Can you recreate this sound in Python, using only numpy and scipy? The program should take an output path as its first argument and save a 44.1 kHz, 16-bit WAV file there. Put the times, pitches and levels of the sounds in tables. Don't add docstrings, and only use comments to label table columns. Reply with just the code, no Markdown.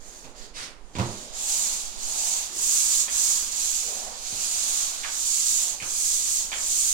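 import sys
import numpy as np
from scipy import signal
from scipy.fft import rfft, irfft, next_fast_len
from scipy.io import wavfile
from scipy.ndimage import map_coordinates

SR = 44100
rng = np.random.default_rng(int(sys.argv[2]) if len(sys.argv) > 2 else 0)


def digitize_waveform(pressure):
    field = np.atleast_2d(pressure).T
    bounded = np.clip(field, -1, 1)
    quanta = np.round(bounded * 32767).astype(np.int16)
    wavfile.write(sys.argv[1], SR, quanta)


N = 305613


def amp(db):
    return 10 ** (np.asarray(db) / 20)


def unit(x):
    return x / np.sqrt(np.mean(x ** 2) + 1e-20)


def along(points, hz):
    f, v = np.transpose(points)
    return np.interp(np.log(hz + 1), np.log(f + 1), v)


def automation(points):
    times, values = np.transpose(points)
    return np.interp(np.arange(N) / SR, times, values)


def wobble(rate):
    knots = rng.standard_normal(int(N * rate / SR) + 4)
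    return map_coordinates(knots, [np.arange(N) * rate / SR])


def filtered(x, response):
    n = x.shape[-1]
    padded = next_fast_len(n + 8192)
    return irfft(rfft(x, padded) * response(np.fft.rfftfreq(padded, 1 / SR)), padded)[..., :n]


def coloured(x, spectrum):
    return unit(filtered(x, lambda hz: amp(along(spectrum, hz))))


def hump(hz, centre_hz, octaves):
    return np.exp(-.5 * (np.log2((hz + 1) / centre_hz) / octaves) ** 2)


def add(track, s, sound):
    part = track[..., round(s * SR):][..., :sound.shape[-1]]
    part += sound[..., :part.shape[-1]]


def grains(per_second, spread_db):
    chance = np.clip(per_second / SR, 1e-4, 1) * np.ones(N)
    hits = (rng.random(N) < chance) / np.sqrt(chance)
    polarity = np.sign(rng.standard_normal(N))
    sizes = amp(spread_db * np.clip(rng.standard_normal(N), -2, 2))
    return unit(hits * polarity * sizes)


def swell(start, length, rise, fall):
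    t = np.arange(N) / SR - start
    return np.clip(t / rise, 0, 1) ** 0.82 * np.clip((length - t) / fall, 0, 1) ** 1.714


def diffuse():
    # (frequency [Hz], left-right correlation)
    likeness = [(50, 0.25), (300, 0.89), (550, 0.87), (850, 0.17), (2000, 0)]

    def mid_side_gains(hz):
        angle = np.arccos(np.clip(along(likeness, hz), -1, 1)) / 2
        return np.array([np.cos(angle), np.sin(angle)])

    mid, side = filtered(rng.standard_normal((2, N)), mid_side_gains)
    return np.array([mid + side, mid - side])


def direct(x):
    lag_s = np.array([[.00039], [0]])
    return filtered(x, lambda hz: np.exp(-2j * np.pi * hz * lag_s * (1 - np.exp(-(hz / 700) ** 2))))


def in_room(x, wet_db, size):
    # (frequency [Hz], t60 [s])
    reverb_times = [(100, 0.64), (500, 0.83), (2000, 0.4), (7000, 0.17), (15000, 0.25)]
    hz, t, bands = signal.stft(x, SR, nperseg=size)
    t = t[t < .6]
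    decay = amp(-60 * t / along(reverb_times, hz)[:, None]) ** 2 * (t > 0)
    decay /= decay.sum(1, keepdims=True)
    energy = signal.fftconvolve(np.abs(bands) ** 2, decay, axes=1)[:, :bands.shape[1]]
    noise = signal.stft(diffuse(), SR, nperseg=size)[2]
    tail = signal.istft(noise * np.sqrt(np.abs(energy)), SR, nperseg=size)[1][:, :N]
    wet = unit(tail) * x.std()
    return (direct(x) + amp(wet_db) * wet) / np.sqrt(1 + amp(wet_db) ** 2)


def room_tone():
    # (frequency [Hz], level [dB])
    air_eq = [(8, 9), (20, 0), (40, -0.5), (55, -16), (100, -15), (150, -20.5), (210, -16.5), (400, -16),
              (900, -17.5), (1500, -25), (4000, -31), (9000, -33), (16000, -63)]
    return amp(-48.5 + wobble(4.4)) * coloured(diffuse(), air_eq)


def shaken_board(centre_hz, lift_db, octaves):
    # (frequency [Hz], level [dB])
    board_eq = [(60, -1), (110, -11.5), (150, -11), (205, 7.5), (280, -7), (700, 1.5), (1300, -5),
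                (1800, 0), (3000, -14.5), (8000, -46)]
    slips = coloured(grains(3000, spread_db=0.5), board_eq)
    hz, t, bands = signal.stft(slips, SR, nperseg=1024)
    sweep_hz = np.interp(t, np.arange(N) / SR, centre_hz)
    lift = amp(lift_db * hump(hz[:, None], sweep_hz, octaves))
    return unit(signal.istft(bands * lift, SR, nperseg=1024)[1][:N])


def drone(level_db, centre_hz):
    return amp(level_db + 2.5) * shaken_board(centre_hz, lift_db=10, octaves=0.37)


def groans():
    # (start [s], length [s], level [dB], from [Hz], to [Hz], spread [octaves])
    judders = [(2.053, .41, -50, 740, 910, .33), (2.49, 0.17, -51, 335, 355, 0.29),
               (3.814, 0.41, -45, 427, 950, 0.88), (4.604, 0.66, -51, 1110, 1350, 0.5),
               (5.595, 0.21, -49.5, 790, 784, 0.77), (6.38, 0.16, -50.5, 900, 900, 0.65)]
    out = np.zeros(N)
    for start, length, db, from_hz, to_hz, octaves in judders:
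        centre_hz = automation([(start, from_hz), (start + length, to_hz)])
        envelope = amp(db) * swell(start, length, rise=0.12 * length, fall=0.27 * length)
        out += envelope * shaken_board(centre_hz, lift_db=15.5, octaves=octaves)
    return out


def swish():
    # (frequency [Hz], level [dB])
    brush_eq = [(300, -6), (800, -4), (1400, -1), (2200, 1), (3300, -1.5), (4700, 0.5), (6000, -1.5),
                (9000, -6.5), (14000, -30)]
    start_s, attack_s, hold_s, fade_db_per_s = 0.5326, 0.037, .06, 218
    t = np.arange(N) / SR - start_s
    fade_db = fade_db_per_s * np.maximum(t - attack_s - hold_s, 0)
    envelope = np.clip(t / attack_s, 0, 1) * amp(-36 - fade_db)
    return envelope * coloured(grains(9000, spread_db=3), brush_eq)


def bumps():
    # (time [s], level [dB], crack trim [dB], snap trim [dB])
    contacts = [(0.243, -48, 16, -12), (.952, -32.5, 5.5, 5), (0.964, -27.5, -3, -2.5),
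                (.986, -17.5, -3.5, -6), (.997, -21, -0.5, -3.5), (1.012, -23, -4, -18),
                (1.052, -22.5, -13, -15), (4.325, -39, 4, -15), (5.815, -40, 4.5, -15)]
    # (frequency [Hz], level [dB], t60 [s])
    modes = [(99.2, -4, 0.41), (119.4, 0.5, 0.18), (191.5, -4.5, 0.16), (216, -11.5, 0.42),
             (289, -12, 0.16), (348, -18, 0.5), (432, -13, 0.099), (475, -15.5, 0.19), (531, -17, 0.12),
             (708, -14.5, 0.26), (850, -19, 0.28), (960, -7.5, 0.34), (1300, -25, .2)]
    # (frequency [Hz], level [dB])
    crack_eq = [(60, -19), (150, 4), (600, -1.5), (1000, -4), (1600, -17), (4000, -12), (8000, -21),
                (15000, -56)]
    # (frequency [Hz], level [dB])
    snap_eq = [(500, -5), (1300, -3), (2500, 4), (4000, -5), (6000, -8), (9000, -12), (15000, -47)]
    rings, cracks, snaps = np.zeros((3, N))
    t = np.arange(SR // 2) / SR

    def burst(eq, decay_s):
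        return coloured(rng.standard_normal(len(t)), eq) * np.exp(-t / decay_s)

    for start, db, crack_db, snap_db in contacts:
        ring = sum(amp(mode_db + rng.normal(0, 1) - 60 * t / t60) * np.sin(2 * np.pi * hz * t)
                   for hz, mode_db, t60 in modes)
        add(rings, start, amp(db - 6.5) * ring)
        add(cracks, start, amp(db + crack_db - 1.5) * burst(crack_eq, decay_s=0.0076))
        add(snaps, start, amp(db + snap_db) * burst(snap_eq, decay_s=.002))
    thump = direct(rings) + in_room(cracks, wet_db=7.5, size=256) + in_room(snaps, wet_db=1.5, size=128)
    return signal.sosfilt(signal.butter(6, 88, "high", fs=SR, output="sos"), thump)


def clacks():
    # (time [s], level [dB], centre [Hz], spread [octaves])
    hits = [(3.08, -23.5, 1400, 1.8), (5.033, -24.5, 2500, 0.44), (5.038, -22, 2100, 1.1),
            (5.047, -21.5, 1350, 1), (5.801, -25, 2330, 0.27), (5.823, -25, 1300, 1),
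            (6.517, -20, 2200, 1.5), (6.528, -19.5, 2300, 2.5), (6.541, -27, 2000, 1.6)]
    # (frequency [Hz], width [Hz], level [dB])
    resonances = [(700, 430, 1), (1280, 280, 1), (1710, 300, 1.5), (2330, 480, 1.5), (3170, 880, 0.5)]

    def head(hz):
        return sum((-1) ** k * amp(db) * 1j * hz * width / (peak ** 2 - hz ** 2 + 1j * hz * width)
                   for k, (peak, width, db) in enumerate(resonances))

    out = np.zeros(N)
    t = np.arange(SR // 8) / SR
    envelope = np.exp(-t / .0025) + .22 * np.exp(-t / .02)
    for start, db, centre_hz, octaves in hits:
        blow = envelope * rng.standard_normal(len(t))
        knock = filtered(blow, lambda hz: head(hz) * hump(hz, centre_hz, octaves))
        add(out, start, amp(db - 19.5) * unit(knock))
    return in_room(out, wet_db=4.5, size=256)


def strokes():
    # (start [s], length [s], speeding up [s], slowing down [s],
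    # rasp [dB], coarse bite [dB], board drone [dB], drone centre [Hz])
    passes = [(-.03, .44, 0.092, 0.22, -48.5, -58, -54.5, 382),
              (0.347, 0.18, 0.022, 0.093, -52, -51.5, -52, 420),
              (0.804, 0.35, 0.091, .05, -62, -71, -67, 500),
              (0.931, .48, 0.14, 0.19, -44, -46.5, -51.5, 550),
              (1.314, 0.76, 0.2, 0.45, -28.5, -39, -51, 845), (1.924, .68, 0.3, 0.27, -29, -39, -51, 840),
              (2.504, 0.6, 0.17, .1, -25.5, -40, -51.5, 1120),
              (3.074, 0.6, 0.089, 0.39, -26, -39.5, -50.5, 1140),
              (3.476, 0.9, 0.15, 0.73, -28, -39, -58.5, 840), (4.119, 1.127, 0.4, 0.45, -30, -38, -54, 750),
              (5.01, .85, 0.33, 0.26, -27, -40, -58, 1000), (5.779, 0.6, .21, 0.22, -27.5, -42.5, -59, 970),
              (6.179, 0.39, 0.11, 0.21, -27.5, -42, -60, 980), (6.476, .8, 0.26, .2, -27, -41, -59.5, 855)]
    speed = np.array([swell(*row[:4]) for row in passes])
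    rasp_db, bite_db, drone_db, centre_hz = np.transpose(passes)[4:, :, None]

    def level(db, speed_power):
        return 10 * np.log10(np.sum((amp(db) * speed ** speed_power) ** 2, 0) + 1e-8)

    pressure_db = .5 * wobble(14)
    share = (speed + 1e-9) / np.sum(speed + 1e-9, 0)
    return (level(rasp_db, speed_power=0.96) + pressure_db,
            level(bite_db, speed_power=0.5) + pressure_db,
            level(drone_db, speed_power=0.46),
            np.sum(share * centre_hz, 0))


def sanding(rasp_db, bite_db):
    # (frequency [Hz], level [dB])
    grit_eq = [(1000, -56), (2000, -28), (4000, -15), (5600, -10), (6200, -3.5), (7000, -1.5),
               (8100, -12.5), (9000, -8), (10000, -19), (12000, -19), (15700, -53)]
    # (frequency [Hz], level [dB])
    fizz_eq = [(3000, -54), (6000, -13.5), (7300, 4), (8200, 1.5), (9200, -3.5), (10500, -11), (13000, -15),
               (15700, -17)]
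    # (frequency [Hz], level [dB])
    bite_eq = [(500, -46), (1200, -5.5), (1900, -11), (2300, -4.5), (3200, -2), (4600, 3), (5600, -2.5),
               (7500, -0.5), (12000, -70)]
    effort_db = rasp_db - rasp_db.max()
    drive = amp(effort_db / 2)
    chatter = amp(0.47 * wobble(45) + 0.56 * wobble(260))
    fine = amp(rasp_db + 1.0) * coloured(grains(2000 + 4500 * drive, spread_db=-1.5), grit_eq)
    fizz = amp(rasp_db + 0.27 * effort_db) * coloured(grains(1500 + 3000 * drive, spread_db=3.5), fizz_eq)
    coarse = amp(bite_db + 2.5) * coloured(grains(2500 + 4000 * drive, spread_db=2.5), bite_eq)
    return chatter * (fine + fizz + coarse)


def scene():
    # (time [s], left minus right [dB])
    head_pan = [(0, 0), (1.5, 1), (3.2, 0), (3.8, -0.5), (4.3, 0), (5.1, 0.5), (5.7, -0.5), (6.4, 1.1),
                (6.93, 0.4)]
    pan = amp(automation(head_pan) * np.array([[.5], [-.5]]))
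    rasp_db, bite_db, drone_db, centre_hz = strokes()
    rasp = pan * in_room(sanding(rasp_db, bite_db) + swish(), wet_db=4.5, size=256)
    board = in_room(drone(drone_db, centre_hz) + groans(), wet_db=-0.5, size=1024)
    return rasp + board + clacks() + bumps() + room_tone()


def record(dry):
    # (frequency [Hz], left minus right [dB])
    port_balance = [(30, -14.5), (120, -6), (400, -4.5), (680, -1), (1050, -9), (2150, -3), (2900, -4.5),
                    (3350, -7.5), (4300, -6.5), (6700, -10), (7900, -4), (9000, 2.5), (11000, -3),
                    (15000, -11)]
    top_hz = 15850
    sides = np.array([[.5], [-.5]])
    return filtered(dry, lambda hz: amp(along(port_balance, hz) * sides) * (hz < top_hz))


dry = scene()
out = record(dry)
digitize_waveform(out)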